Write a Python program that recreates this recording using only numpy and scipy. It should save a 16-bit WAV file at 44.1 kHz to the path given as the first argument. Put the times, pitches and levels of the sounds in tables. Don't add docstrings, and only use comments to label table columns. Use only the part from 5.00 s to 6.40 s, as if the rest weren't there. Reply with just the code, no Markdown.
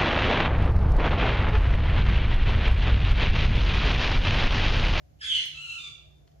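import sys
import numpy as np
from scipy import signal
from scipy.fft import rfft, irfft
from scipy.io import wavfile
from scipy.ndimage import uniform_filter1d

SR = 44100
rng = np.random.default_rng(int(sys.argv[2]) if len(sys.argv) > 2 else 0)


def magnitude_from_level(level_db):
    exponent = np.asarray(level_db, float) / 20
    return 10 ** exponent


def to_wav(s):
    ch = np.atleast_2d(s).T
    pcm = np.round(np.clip(ch, -1, 1) * 32767)
    wavfile.write(sys.argv[1], SR, pcm.astype(np.int16))


N = 61739

# frequency in Hz, level in dB.
STRAND_THROAT = [(1500, -28.5), (2900, 12), (4400, -35), (6000, -14.5), (9000, -52)]


def evened(x):
    return x / np.sqrt(np.mean(x ** 2) + 1e-20)


def read(points, hz):
    f, value = np.transpose(points)
    return np.interp(np.log(hz + 1), np.log(f + 1), value)


def drift(top_hz, count=1):
    hz = np.fft.rfftfreq(N, 1 / SR)
    slow = rfft(rng.standard_normal((count, N))) / (1 + (hz / top_hz) ** 4)
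    return evened(irfft(slow, N))


def hum():
    tone_hz = [148.3, 296.6, 62, 81]
    # level in dB, left minus right in dB.
    tone_levels = [(-66.5, -11.5), (-83, 2.2), (-63.5, -3), (-70, -2.5)]
    waver_db, waver_hz = 2, 1.9
    t = np.arange(N) / SR
    out = np.zeros((2, N))
    for hz, (db, pan_db) in zip(tone_hz, tone_levels):
        sides_db = np.array([[pan_db / 2], [-pan_db / 2]])
        level = np.sqrt(2) * magnitude_from_level(db + waver_db * drift(waver_hz)[0] + sides_db)
        out += level * np.sin(2 * np.pi * (hz * t + rng.random()))
    return out


def noise(colour, low_hz, high_hz, patchy_db):
    # frequency in Hz, left-right likeness from -1 to 1.
    likeness = [(40, 1), (100, 0.61), (200, 0.03), (350, -0.12), (700, -0.43), (1500, -0.23), (4000, 0.05)]
    hz = np.fft.rfftfreq(4096, 1 / SR)
    a, b, c, d, patches = rng.standard_normal((N // 1024 + 5, 2049, 5)).T
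    patches = uniform_filter1d(patches, size=6, axis=0)
    patches = evened(uniform_filter1d(patches, size=3, axis=1))
    same = np.clip(read(likeness, hz), -1, 1)[:, None]
    left = a + 1j * b
    right = same * left + np.sqrt(1 - same ** 2) * (c + 1j * d)
    level = magnitude_from_level(read(colour, hz)[:, None] + patchy_db * patches)
    band = ((hz > low_hz) & (hz < high_hz))[:, None]
    z = np.array([left, right]) * level * band
    return evened(signal.istft(z, nperseg=4096, noverlap=3072)[1][:, :N])


def room_floor():
    # frequency in Hz, level in dB per Hz.
    rumble_colour = [(20, -23.5), (45, -13.5), (70, -3), (110, -8.5), (160, -13), (200, -23), (400, -21.5),
                     (480, -27.5), (700, -21), (950, -38)]
    # frequency in Hz, level in dB per Hz.
    hiss_colour = [(900, -4.5), (1300, -5.5), (3800, -11.5), (7100, -11.5), (8000, -24.5), (12000, -16.5),
                   (14800, -20.5), (15700, -33)]
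    rumble = magnitude_from_level(-59) * noise(rumble_colour, 15, 950, patchy_db=3.5)
    hiss = magnitude_from_level(-74.5) * noise(hiss_colour, 950, 17000, patchy_db=0.43)
    return rumble + hiss


def call(curve, throat, rasp, rasp_db, flutter):
    wobble, wobble_hz, shimmer = 0.03, 160, 0.9
    flutter_hz, flutter_bend = 258.3, -0.023
    blur_hz, breath = 380, 1.3
    throb_hz, throb_db = 35, 1
    t = np.arange(N) / SR
    s, pitch, effort_db, rough = np.transpose(curve)
    hz = np.interp(t, s, pitch)
    rough = np.clip(np.interp(t, s, rough), 0, 1)
    sway, shake, beat = drift(wobble_hz, count=3)

    flap = 2 * np.pi * np.cumsum(flutter_hz * (1 + 0.11 * beat)) / SR
    turn = 2 * np.pi * np.cumsum(hz * (1 + wobble * rough * sway)) / SR
    turn = turn + flutter_bend * flutter * np.sin(flap)
    tone = sum(magnitude_from_level(read(throat, k * hz)) * np.cos(k * turn) for k in range(1, 7))

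    gusts = drift(blur_hz, count=10)
    smeared = evened(sum(gust * np.cos(k * turn) for k, gust in enumerate(gusts, 1)))
    air = smeared + breath * rng.standard_normal(N)
    air = evened(irfft(rfft(air) * magnitude_from_level(read(rasp, np.fft.rfftfreq(N, 1 / SR))), N))

    voice = np.sqrt(2) * tone * (1 + shimmer * rough * shake) + magnitude_from_level(rasp_db) * 2 * rough * air
    push = magnitude_from_level(np.interp(t, s, effort_db, -200, -200) + throb_db * drift(throb_hz)[0])
    return push * (1 + flutter * np.cos(flap)) * voice


def loud_squawk():
    # time in seconds, pitch in Hz, effort in dB, roughness 0-1.
    main = [(.19, 1400, -67.5, .6), (.215, 1599, -44, 0.71), (.252, 1700, -26.5, 0.29), (.31, 1702, -21, 0),
            (.322, 1551, -25.5, 0.42), (.334, 1538, -28, 0), (.362, 1480, -20.5, 0.23),
            (.385, 1560, -54, 0.4), (.42, 1556, -60, .6)]
    croak = [(.33, 1040, -53.5, 0.6), (.345, 1032, -34.5, .5), (.39, 1043, -43.5, 0.62),
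             (.43, 1018, -37.5, 0.65), (.46, 1020, -92, 0.3)]
    yelp = [(.203, 1855, -61.5, 0.77), (.212, 1741, -34.5, 0), (.225, 1561, -39, 0.3),
            (.24, 1542, -43.5, .4), (.255, 1750, -81, 0.1)]
    strand = [(.27, 1616, -61.5, 0.54), (.295, 1580, -28.5, 0.36), (.315, 1526, -35.5, 0),
              (.33, 1439, -43, .3), (.37, 1424, -43, 0.36), (.4, 1296, -71, .4)]
    # frequency in Hz, level in dB.
    main_throat = [(1000, -70), (1600, -46.5), (3200, 0), (3450, -8.5), (4600, -49.5), (5100, -43.5),
                   (6500, -26), (10000, -45.5)]
    croak_throat = [(1000, -69), (2100, -7.5), (3100, -19.5), (4200, -5), (5200, -17.5), (6200, -11.5),
                    (7500, -38.5), (10000, -55)]
    yelp_throat = [(1300, -6.5), (1650, -5.5), (3200, -32), (5000, -6.5), (6500, -24.5), (10000, -50)]
    rasp_colour = [(1150, -38), (1400, -18), (2300, 0), (3200, -4), (4600, -10), (6300, -18.5),
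                   (9600, -18.5), (11500, -37.5)]
    parts = [(main, main_throat), (croak, croak_throat), (yelp, yelp_throat), (strand, STRAND_THROAT)]
    return sum(call(curve, throat, rasp_colour, rasp_db=-7, flutter=0.41) for curve, throat in parts)


def ticks():
    # start in seconds, peak in dB, pitch scale, ring in seconds (time to fall 20 dB).
    snaps = [(.4568, -33, 1., .0013), (.624, -46, 1.1, .0009), (.662, -54, .95, .002),
             (1.109, -64, .8, .0009), (1.157, -66, .9, .0008), (1.184, -64, .65, .001),
             (1.2752, -59, .5, .0015), (1.278, -57, .35, .0035), (1.2845, -63, .38, .0015),
             (1.292, -66, .35, .002), (1.318, -66, .35, .0025)]
    # frequency in Hz, level in dB.
    straw_modes = [(3000, -14), (5800, -5), (9000, 0), (12000, -2), (14300, -7)]
    out = np.zeros(N + 600)
    t = np.arange(600) / SR
    for s, db, scale, ring in snaps:
        snap = np.zeros(600)
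        for hz, mode_db in straw_modes:
            snap += magnitude_from_level(mode_db) * np.sin(2 * np.pi * np.minimum(hz * scale, SR / 3) * t)
        out[round(s * SR):][:600] += magnitude_from_level(db - 20 * t / ring) * snap
    return out[:N]


def soft_squawk():
    # time in seconds, pitch in Hz, effort in dB, roughness 0-1.
    main = [(.54, 1290, -46, 0.28), (.585, 1345, -45, .3), (.635, 1384, -43, 0.31), (.7, 1362, -42.5, 0.41),
            (.775, 1365, -43, 0.42), (.79, 1172, -41.5, 0.3), (.82, 1224, -41.5, .3),
            (.86, 1162, -40.5, 0.24), (.9, 1141, -57.5, 0.44)]
    strand = [(.59, 1471, -102, 0.22), (.62, 1437, -51, 0.23), (.7, 1474, -59, 0.067),
              (.76, 1477, -56.5, 0.15), (.79, 1570, -82.5, .3)]
    # frequency in Hz, level in dB.
    main_throat = [(900, -43.5), (1350, -13.5), (2300, -10.5), (2750, 1.5), (3550, -2), (4100, -10),
                   (4750, -17), (5500, -40)]
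    rasp_colour = [(1000, -58), (1300, -41), (1850, -25.5), (2700, -3.5), (4900, -16), (6600, -10),
                   (9600, -21.5), (10600, -32)]
    parts = [(main, main_throat), (strand, STRAND_THROAT)]
    return sum(call(curve, throat, rasp_colour, rasp_db=-6, flutter=0.19) for curve, throat in parts)


def room(x):
    # frequency in Hz, time to fall 60 dB in seconds.
    decay = [(1000, 0.72), (2000, 0.5), (3500, 0.62), (6000, 0.56), (12000, 0.39)]
    taps = np.zeros((2, SR))
    at = np.arange(200, SR - 20, 20) + rng.integers(0, 20, (2, (SR - 201) // 20))
    np.put_along_axis(taps, at, rng.choice([-1., 1.], at.shape), 1)
    hz, t, z = signal.stft(taps, SR, nperseg=256)
    fading = z * magnitude_from_level(-60 * t / read(decay, hz)[:, None])
    tail = signal.istft(fading, SR, nperseg=256)[1]
    return signal.fftconvolve(x[None], tail / np.linalg.norm(tail[0]), axes=1)[:, :N]


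def scene():
    direct_db, wet_db, tick_wet_db = -4, -0.5, -7
    bird_pan_db, tick_pan_db = -1.5, 3
    lag_s = 0.0003
    bird = loud_squawk() + soft_squawk()
    snap = ticks()
    direct = magnitude_from_level(direct_db) * np.array([bird, np.roll(bird, round(lag_s * SR))])
    echoes = room(magnitude_from_level(wet_db) * bird + magnitude_from_level(tick_wet_db) * snap)
    far = (direct + echoes) * magnitude_from_level([[bird_pan_db / 2], [-bird_pan_db / 2]])
    close = np.array([snap, np.roll(snap, 2)]) * magnitude_from_level([[tick_pan_db / 2], [-tick_pan_db / 2]])
    return far + close + hum() + room_floor()


def top_cut(x):
    return signal.sosfilt(signal.butter(12, 15710, fs=SR, output="sos"), x)


def record(dry):
    low_pass = signal.firwin(511, 15750, window=("kaiser", 9), fs=SR)
    mix = signal.oaconvolve(dry, low_pass[None], "same")
    return top_cut(mix)


dry = scene()
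out = record(dry)
to_wav(out)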